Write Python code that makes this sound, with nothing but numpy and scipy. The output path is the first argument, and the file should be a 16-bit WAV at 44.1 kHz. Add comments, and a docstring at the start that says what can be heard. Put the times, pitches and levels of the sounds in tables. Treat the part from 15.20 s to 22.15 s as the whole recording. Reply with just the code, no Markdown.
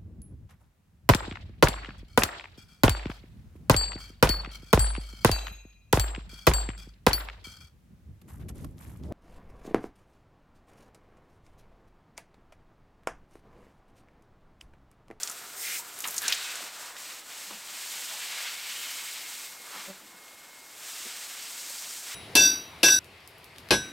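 """In a walled garden, a hose nozzle waters plants. Random drop impacts, filtered by foliage and a pot, form the spray.
The nozzle head clicks, the jet drums in wet hollows, then the spray eases off for about a second and returns.
Lone drops smack leaves, bubbles plop, and the valve whistles faintly as a wavering sine.
Shoes scuff as filtered grit, heels knock and the hose creaks once as decaying tones.
A town murmurs in coloured noise, with a hum and a far motor. The sound is nearly mono."""
import sys
import numpy as np
from scipy import signal
from scipy.fft import rfft, irfft
from scipy.io import wavfile

SR = 44100
rng = np.random.default_rng(int(sys.argv[2]) if len(sys.argv) > 2 else 0)


def wrap_up_sound(samples):
    """Save the sound to the file named by the first command line argument, as 16-bit audio."""
    columns = np.atleast_2d(samples).T
    # keep every value between -1 and 1, then stretch to whole-number steps
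    tamed = np.clip(columns, -1, 1)
    steps = np.round(tamed * 32767).astype(np.int16)
    wavfile.write(sys.argv[1], SR, steps)


N = 306348
TIME = np.arange(N) / SR
FREQ = np.fft.rfftfreq(N, 1 / SR) + 1e-3  # offset avoids division by zero


def undb(db):
    """Decibels to gain."""
    return 10 ** (np.asarray(db) / 20)


def unit(x):
    """Scale to rms 1."""
    return x / np.sqrt(np.mean(x ** 2))


def curves(table):
    """Interpolate each column of a timed table to one value a sample."""
    time_s, *columns = np.transpose(table)
    return [np.interp(TIME, time_s, column) for column in columns]


def noise():
    """White noise."""
    return rng.standard_normal(N)


def walk(rate_hz):
    """Smooth random curve of rms 1, low-passed around rate_hz."""
    lowpass = np.exp(-(FREQ / rate_hz) ** 2)
    return unit(irfft(rfft(noise()) * lowpass, N))


def colour(x, points):
    """Shape the spectrum through (frequency [Hz], level [dB]) points, interpolated in log frequency."""
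    hz, db = np.transpose(points)
    gain = undb(np.interp(np.log(FREQ), np.log(hz), db))
    return unit(irfft(rfft(x) * gain, N))


def resonance(f_hz, centre_hz, width_hz):
    """Response of one damped resonance, gain 1 at its centre."""
    return 1 / (1 + 1j * (f_hz * f_hz - centre_hz * centre_hz) / (f_hz * width_hz))


def ring(x, modes):
    """Drive parallel resonances of (centre [Hz], width [Hz], level [dB])."""
    response = sum(undb(db) * resonance(FREQ, hz, width_hz) for hz, width_hz, db in modes)
    return unit(irfft(rfft(x) * response, N))


def band_pass(x, order, lo_hz, hi_hz):
    """Butterworth band-pass."""
    return signal.sosfilt(signal.butter(order, [lo_hz, hi_hz], "band", fs=SR, output="sos"), x)


def zone(x, lo_hz, hi_hz):
    """Keep one frequency range, with soft edges."""
    loss = np.sqrt((1 + (lo_hz / FREQ) ** 8) * (1 + (FREQ / hi_hz) ** 8))
    return unit(irfft(rfft(x) / loss, N))


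def swell(centre_s, half_s):
    """Bell-shaped rise and fall."""
    return np.exp(-.5 * ((TIME - centre_s) / half_s) ** 2)


def during(start_s, end_s, rise_s, fall_s):
    """Soft gate between start and end."""
    rise = (1 + np.tanh((TIME - start_s) / rise_s / 2)) / 2
    fall = (1 - np.tanh((TIME - end_s) / fall_s / 2)) / 2
    return rise * fall


def echo(x, lag_s, gain):
    """Add one reflection; its lag may move."""
    return x + gain * np.interp(TIME - lag_s, TIME, x, left=0)


def drops(rate_hz, spread_db):
    """Impacts at random moments; spread_db widens their range of sizes."""
    size = undb(spread_db * np.minimum(rng.exponential(size=N), 5))
    hit = rng.random(N) < rate_hz / SR
    return unit(hit * size * rng.choice([-1, 1], N))


def mist_on_pot():
    """The wide mist covers the pot for longer than the core of the jet does."""
    return during(start_s=.37, end_s=.613, rise_s=.016, fall_s=.0058)


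def water(impacts, lo_hz, hi_hz, flutter_db):
    """One size of drops landing on foliage or a resonant pot; swaying leaves make it flutter."""
    # water on foliage: (frequency [Hz], relative level [dB])
    foliage = [(150, -13), (300, -27.5), (600, -12.5), (1200, -6.5), (2200, 0), (3100, -0.5), (4500, -1.5),
               (6300, -1.5), (7800, 1), (9000, -2.5), (10800, -8.5), (12900, -4.5), (14300, -7),
               (15800, -11.5)]
    # pot resonances under the jet: (centre [Hz], width [Hz], relative level [dB])
    pot_modes = [(2110, 170, 11), (2410, 400, 5), (3800, 330, -17), (5280, 250, 3), (5940, 160, 2),
                 (6460, 170, 1), (7260, 190, -3), (8500, 190, 3), (12800, 450, -4), (13600, 500, -15)]
    pot_share = np.clip(.54 * mist_on_pot(), 0, 1)  # share of power
    leaves = zone(colour(impacts, foliage), lo_hz, hi_hz)
    pot = undb(-1) * ring(noise(), pot_modes) + undb(-5) * noise()  # ring plus spilled water
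    pot = zone(pot, lo_hz, hi_hz)
    landing = np.sqrt(1 - pot_share) * leaves + np.sqrt(pot_share) * pot
    # the wall just behind combs the sound; the comb shifts as the aim wanders
    lag_s = .0042 * (1 + .017 * walk(1.55))
    combed = echo(landing, lag_s, gain=.11)
    return unit(combed) * undb(flutter_db * walk(28))


def spray():
    """Mist hisses, mid-sized drops splash and heavy drops patter as the jet meets the leaves."""
    # jet moved over the plants: (time [s], mist hiss [dB], splash relative to mist [dB]), before the gains below
    aim_table = [(0, -42.5, -6), (.28, -48, -3.5), (.72, -46.5, -6), (.99, -42.5, -3), (1.05, -40, 2),
                 (1.2, -39.5, 1.5), (1.56, -43.5, -2.5), (2.1, -43.5, -3), (2.5, -43, -2), (2.76, -39, -3),
                 (3.2, -41, 1.2), (3.7, -39.5, -1.5), (3.95, -42.5, -1), (4.2, -41, -4.5), (4.62, -44, 0),
                 (5.7, -39.5, -5), (5.95, -42, -3.5), (6.72, -39, -9)]
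    # jet slips off the leaves: (time [s], half length [s], loss [dB])
    gaps = [(1.0, 0.0079, 5), (1.51, 0.017, 6.5), (1.74, 0.023, 8), (2.04, 0.037, 7.5), (2.41, 0.036, 4),
            (3.4, 0.04, 3), (4.39, 0.086, 7.5), (6.84, 0.049, 2.5)]
    # core drums on soil and broad leaves: (time [s], half length [s], heavy-drop gain [dB], splash gain [dB])
    gushes = [(1.08, 0.031, 6, 4.5), (1.39, 0.063, 4, 0), (1.66, 0.085, 5.5, -1.5), (3.215, 0.11, 4, 2),
              (4.583, 0.087, 7.5, 0), (6.914, 0.05, 4, 6)]
    # heavy drops at the reference splash level: (time [s], level [dB])
    patter_table = [(0, -49.5), (3.3, -53.5), (3.8, -54), (6.95, -53)]
    # top-octave gain of the mist at the reference splash level: (time [s], gain [dB])
    fine_table = [(.4, 1), (1.6, -2.5), (3.7, 1.5), (5.8, -1.5), (6.55, -2.5)]
    splash_ref_db = -45

    hiss_db, coarse_db = curves(aim_table)
    gap_loss_db = sum(loss_db * swell(s, half_s) for s, half_s, loss_db in gaps)
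    # long lull: the jet is lifted off the bush
    lull_loss_db = 12.5 * during(start_s=4.72, end_s=5.607, rise_s=.035, fall_s=.047)
    aim_db = hiss_db - gap_loss_db - lull_loss_db
    wet_db = aim_db + coarse_db - splash_ref_db

    mist_db = aim_db + 11 * mist_on_pot()
    core_on_pot = during(start_s=.429, end_s=.577, rise_s=.011, fall_s=.0082)
    splash_db = aim_db + coarse_db + 13.5 * core_on_pot
    patter_db = curves(patter_table)[0] + .43 * wet_db
    for s, half_s, heavy_db, leaf_db in gushes:
        gush = swell(s, half_s)
        patter_db = patter_db + heavy_db * gush
        splash_db = splash_db + leaf_db * gush
    # the mist fizzes while the head is between settings
    turning = during(start_s=.81, end_s=1.07, rise_s=.01, fall_s=.01)
    fine_db = curves(fine_table)[0] - .2 * wet_db + 6 * turning

    mist = water(drops(16000, spread_db=0), lo_hz=4100, hi_hz=19000, flutter_db=.81)
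    top = signal.sosfiltfilt(signal.butter(2, 9500, "high", fs=SR, output="sos"), mist)
    mist = mist + (undb(fine_db) - 1) * top
    splash = water(drops(11000, spread_db=1.5), lo_hz=1330, hi_hz=4840, flutter_db=.94)
    patter = water(drops(2200, spread_db=0), lo_hz=334, hi_hz=1470, flutter_db=.92)
    return mist * undb(mist_db) + splash * undb(splash_db) + patter * undb(patter_db)


def hollow():
    """Drops drumming in pockets of wet leaves excite narrow bands, some sliding as the jet moves on."""
    # (time [s], half length [s], level [dB], centre [Hz], width [Hz], glide [Hz/s])
    pockets = [(1.052, 0.025, -39.5, 1650, 260, -2000), (1.104, 0.008, -33.5, 2600, 250, -11000),
               (1.24, 0.099, -52, 1495, 130, 0), (1.245, .05, -47, 3690, 330, -1200),
               (1.31, 0.09, -48, 2580, 120, 0), (3.23, .12, -51, 2180, 150, 0),
               (3.6, 0.15, -49, 2935, 120, -150), (3.64, .17, -52, 3160, 80, -150),
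               (3.62, .09, -53, 2630, 110, -200), (3.83, .17, -52.5, 2190, 190, 0)]
    impacts, out = drops(3000, spread_db=0), 0
    for s, half_s, db, hz, width_hz, glide_hz_per_s in pockets:
        centre_hz = hz + glide_hz_per_s * np.clip(TIME - s, -2 * half_s, 2 * half_s)
        carrier = np.exp(2j * np.pi * np.cumsum(centre_hz) / SR)
        # shift the band to 0 Hz, low-pass, shift back: a gliding band-pass
        lowpass = signal.butter(2, width_hz / 2, fs=SR, output="sos")
        band = carrier * signal.sosfilt(lowpass, impacts / carrier)
        out = out + undb(db) * swell(s, half_s) * unit(band.real)
    return out


def snaps(table, rebound_s, rebound, body, t60_s, crack, strike):
    """Small hard contacts: a chattering strike with a thin bright crack, a rebound and a short ring."""
    out, t = np.zeros(N), TIME[:SR // 8]
    for s, db, snap_s, lo_hz, hi_hz in table:
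        snap = np.exp(-t / snap_s) + strike * (t == 0)
        bounce = rebound * np.exp(-((t - rebound_s) / (rebound_s / 2)) ** 2)
        tail = body * np.exp(-np.log(1000) * t / t60_s)
        chatter = rng.choice([-1, 1], len(t))
        contact = chatter * np.hypot(snap, bounce + tail)
        click = band_pass(contact, 2, lo_hz, hi_hz)
        bright = np.diff(snap * chatter * np.exp(-t / .0007), prepend=0)
        click = click + crack * (hi_hz - lo_hz) / SR * bright
        match = np.sqrt(np.sum(contact ** 2) / np.sum(click ** 2))  # restore contact energy
        start = int(s * SR)
        out[start:start + len(t)] += undb(db) / 2 * click * match
    return out


def nozzle():
    """Each detent snaps, rebounds and rings briefly in the plastic head."""
    # (time [s], relative level [dB], snap decay [s], low edge [Hz], high edge [Hz])
    detents = [(.0324, -15, 0.0019, 4700, 9300), (.0748, -22, .0013, 2500, 9500),
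               (.0978, -23, .0012, 5500, 10100), (.114, -28, .001, 7000, 13000),
               (.789, -28, .003, 8000, 15000), (.8045, -23.5, .0025, 7000, 15000),
               (.822, -28, .0015, 6000, 14000), (.8402, -23.5, 0.012, 1700, 4000),
               (.852, -28.5, 0.022, 900, 2400), (.865, -27, .0006, 11000, 15500),
               (.875, -22.5, .004, 6960, 13000), (.884, -23, 0.0026, 5000, 14000),
               (.9085, -22, .001, 9000, 15500), (.928, -29, .001, 12000, 15500),
               (.943, -25, .002, 4000, 14000), (.965, -26, .004, 4500, 10500),
               (.9808, -12, 0.00093, 4600, 8800), (1.019, -24.5, .0018, 8000, 15500),
               (1.03, -26, .0007, 10000, 15000), (1.0808, -10, .0018, 3300, 9300),
               (1.099, -23, .001, 9000, 15000), (1.1237, -8, 0.0016, 2600, 4830),
               (1.1298, -23, .0005, 10000, 15500), (1.1307, -15, .0006, 3200, 5400),
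               (1.1465, -24, .002, 6400, 8800)]
    # plastic head resonances: (centre [Hz], width [Hz], relative level [dB])
    head_modes = [(5700, 180, -2), (6320, 300, -2), (7070, 230, 2), (9220, 200, -3)]
    clicks = snaps(detents, rebound_s=.0044, rebound=.22, body=.11, t60_s=.12, crack=1.6, strike=2.0)
    return clicks + undb(-10) * np.std(clicks) * ring(clicks, head_modes)


def smacks():
    """A lone drop slaps a leaf, which hardly rings."""
    # (time [s], relative level [dB], snap decay [s], low edge [Hz], high edge [Hz])
    slaps = [(1.297, -29, .001, 2000, 7000), (1.355, -26.5, .004, 5500, 11000),
             (1.7657, -33, 0.0045, 1200, 4500), (3.4699, -32, .001, 2500, 9000),
             (3.9125, -29.5, .0006, 2500, 9000), (5.0811, -38, .002, 2000, 4200),
             (5.2437, -42, .003, 1490, 3800), (5.8504, -33, .002, 3000, 14000),
             (6.498, -25, .0007, 3500, 13000)]
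    return snaps(slaps, rebound_s=.005, rebound=.2, body=.14, t60_s=.05, crack=.4, strike=2.2)


def plops():
    """A fat drop traps a bubble, which rings as a decaying sine."""
    # (time [s], initial level [dB], pitch [Hz], t60 [s])
    bubbles = [(0.101, -35, 1330, 0.026), (0.595, -41, 936, .07), (0.621, -44, 1000, .05)]
    out = 0
    for s, db, hz, t60_s in bubbles:
        t = np.maximum(TIME - s, 0)
        decay_db = 60 * np.minimum(t / t60_s, 2)
        out = out + undb(db - decay_db) * np.sin(2 * np.pi * hz * t)
    return out


def valve():
    """Flow through the valve sings one thin, nearly steady note."""
    # (time [s], mean level [dB])
    whistle_table = [(2.55, -74), (2.75, -62), (3.9, -62), (4.25, -57.5), (4.45, -58), (4.55, -64),
                     (4.66, -62), (4.76, -76), (4.9, -62.5), (5.1, -60), (5.5, -60.5), (5.7, -69),
                     (5.85, -61), (6.15, -60.5), (6.95, -65)]
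    hz = 2153 + 2 * walk(24)
    level_db = curves(whistle_table)[0] + walk(9.2)
    return np.sqrt(2) * np.sin(2 * np.pi * np.cumsum(hz) / SR) * undb(level_db)


def shoes():
    """Grit gives way under a sole and thuds in the ground; soft steps are duller."""
    # (time [s], level [dB], half length [s], low edge [Hz], high edge [Hz])
    scuffs = [(0.847, -50, 0.0099, 220, 800), (0.89, -48.5, .014, 210, 1000), (1.057, -59, .06, 170, 500),
              (1.41, -48, .011, 500, 1000), (1.432, -56, .012, 170, 450), (1.462, -54, .012, 400, 900),
              (2.318, -47, 0.014, 230, 1110), (2.335, -58.5, 0.041, 169, 231),
              (2.937, -50.5, 0.024, 587, 1000), (4.563, -50, .013, 300, 950), (4.59, -59.5, .025, 160, 260),
              (4.69, -55.5, .018, 130, 800), (4.84, -61.5, 0.022, 200, 380), (4.943, -63, 0.013, 170, 260),
              (5.865, -52.5, .011, 200, 750)]
    # ground resonances under a shoe: (centre [Hz], width [Hz], relative level [dB])
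    ground_modes = [(210, 27, 9.5), (352, 330, 10.5), (606, 280, 5.5), (1110, 430, 18.5)]
    grit, out = ring(drops(2500, spread_db=1.5), ground_modes), 0
    for s, db, half_s, lo_hz, hi_hz in scuffs:
        tread = band_pass(grit, 3, lo_hz, hi_hz)
        out = out + undb(db) * swell(s, half_s) * unit(tread)
    return out


def knocks():
    """A heel knocks the edge of the bed: a few decaying modes, with little bass from so small a heel."""
    # (time [s], relative level [dB], main ring [Hz], t60 [s])
    hits = [(2.308, -48, 330, .04), (5.8515, -46, 365, .07), (5.866, -47, 500, 0.044),
            (6.503, -49, 562, .08)]
    # (multiple of main ring, relative level [dB])
    knock_modes = [(.61, -12), (1, -1), (1.66, -7)]
    out, t = np.zeros(N), TIME[:SR // 4]
    for s, db, hz, t60_s in hits:
        body = sum(undb(mode_db) * np.sin(2 * np.pi * hz * k * t) for k, mode_db in knock_modes)
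        start = int(s * SR)
        out[start:start + len(t)] += undb(db) * body * np.exp(-np.log(1000) * t / t60_s)
    return signal.sosfilt(signal.butter(4, 190, "high", fs=SR, output="sos"), out)


def hose():
    """Rubber sticks and slips for a few cycles, slowing as it goes; the overtones die first."""
    # (multiple of slip rate, level [dB], decay [s])
    partials = [(1, -45.5, .026), (2, -49.5, .013), (3, -42, 0.011), (4, -56, 0.0091)]
    creak_s, slip_hz, sag_hz_per_s, rise_s = 4.703, 193.5, 150, .014
    t = TIME - creak_s
    hz = slip_hz - sag_hz_per_s * np.clip(t, -.04, .04)
    phase = 2 * np.pi * np.cumsum(hz * (1 + .02 * walk(68))) / SR
    rise = swell(creak_s, rise_s)
    tone = 0
    for k, db, decay_s in partials:
        envelope = np.where(t < 0, rise, np.exp(-abs(t) / decay_s))
        tone = tone + undb(db) * envelope * np.sin(k * phase)
    return tone * (1 + .3 * walk(98))  # roughness


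def town():
    """Coloured noise murmurs beyond the wall, with a resonant hum and a far motor rising in pitch."""
    # (time [s], pitch [Hz], level [dB])
    motor_table = [(.5, 66, -95), (.8, 71.5, -78), (1, 79.8, -67), (1.25, 88, -74), (1.45, 89, -100)]
    # hum: (centre [Hz], width [Hz], relative level [dB])
    hum_modes = [(131, 35, -8.5), (430, 100, -1.5), (707, 33, 1.5), (1350, 200, 0.5)]
    # (time [s], level [dB])
    hum_level = [(0, -56), (1.1, -55), (1.5, -80)]
    # murmur: (frequency [Hz], relative level [dB])
    murmur_colour = [(20, -7), (50, -13.5), (100, -6.5), (150, -5), (200, -0.5), (280, 1.5), (500, 1.5),
                     (1000, 1), (3000, -32), (12000, -16.5)]
    hz, motor_db = curves(motor_table)
    motor_phase = 2 * np.pi * np.cumsum(hz * (1 + .015 * walk(20))) / SR
    motor = undb(motor_db) * np.sin(motor_phase)
    hum = ring(noise(), hum_modes) * undb(curves(hum_level)[0])
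    murmur = colour(noise(), murmur_colour) * undb(-59.5 + .55 * walk(7.1))
    return motor + hum + murmur


def murmur_side():
    """Faint coloured noise, later added to one channel and subtracted from the other for width."""
    # (frequency [Hz], relative level [dB])
    side_colour = [(20, -8), (100, -6), (250, -2), (550, 0), (850, -12), (1300, -34), (15000, -24)]
    return undb(-86) * colour(noise(), side_colour)


def scene():
    """All sources sit in the middle; only a trace of the murmur is wide."""
    jet = spray() + hollow() + smacks() + plops()
    mid = jet + nozzle() + valve() + shoes() + knocks() + hose() + town()
    side = murmur_side()
    return np.array([mid + side, mid - side])


def record(dry):
    """The recorder cuts the top with a steep elliptic low-pass."""
    top_hz, ripple_db, stop_db = 15800, .2, 80
    return signal.sosfilt(signal.ellip(10, ripple_db, stop_db, top_hz, fs=SR, output="sos"), dry)


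dry = scene()
out = record(dry)
wrap_up_sound(out)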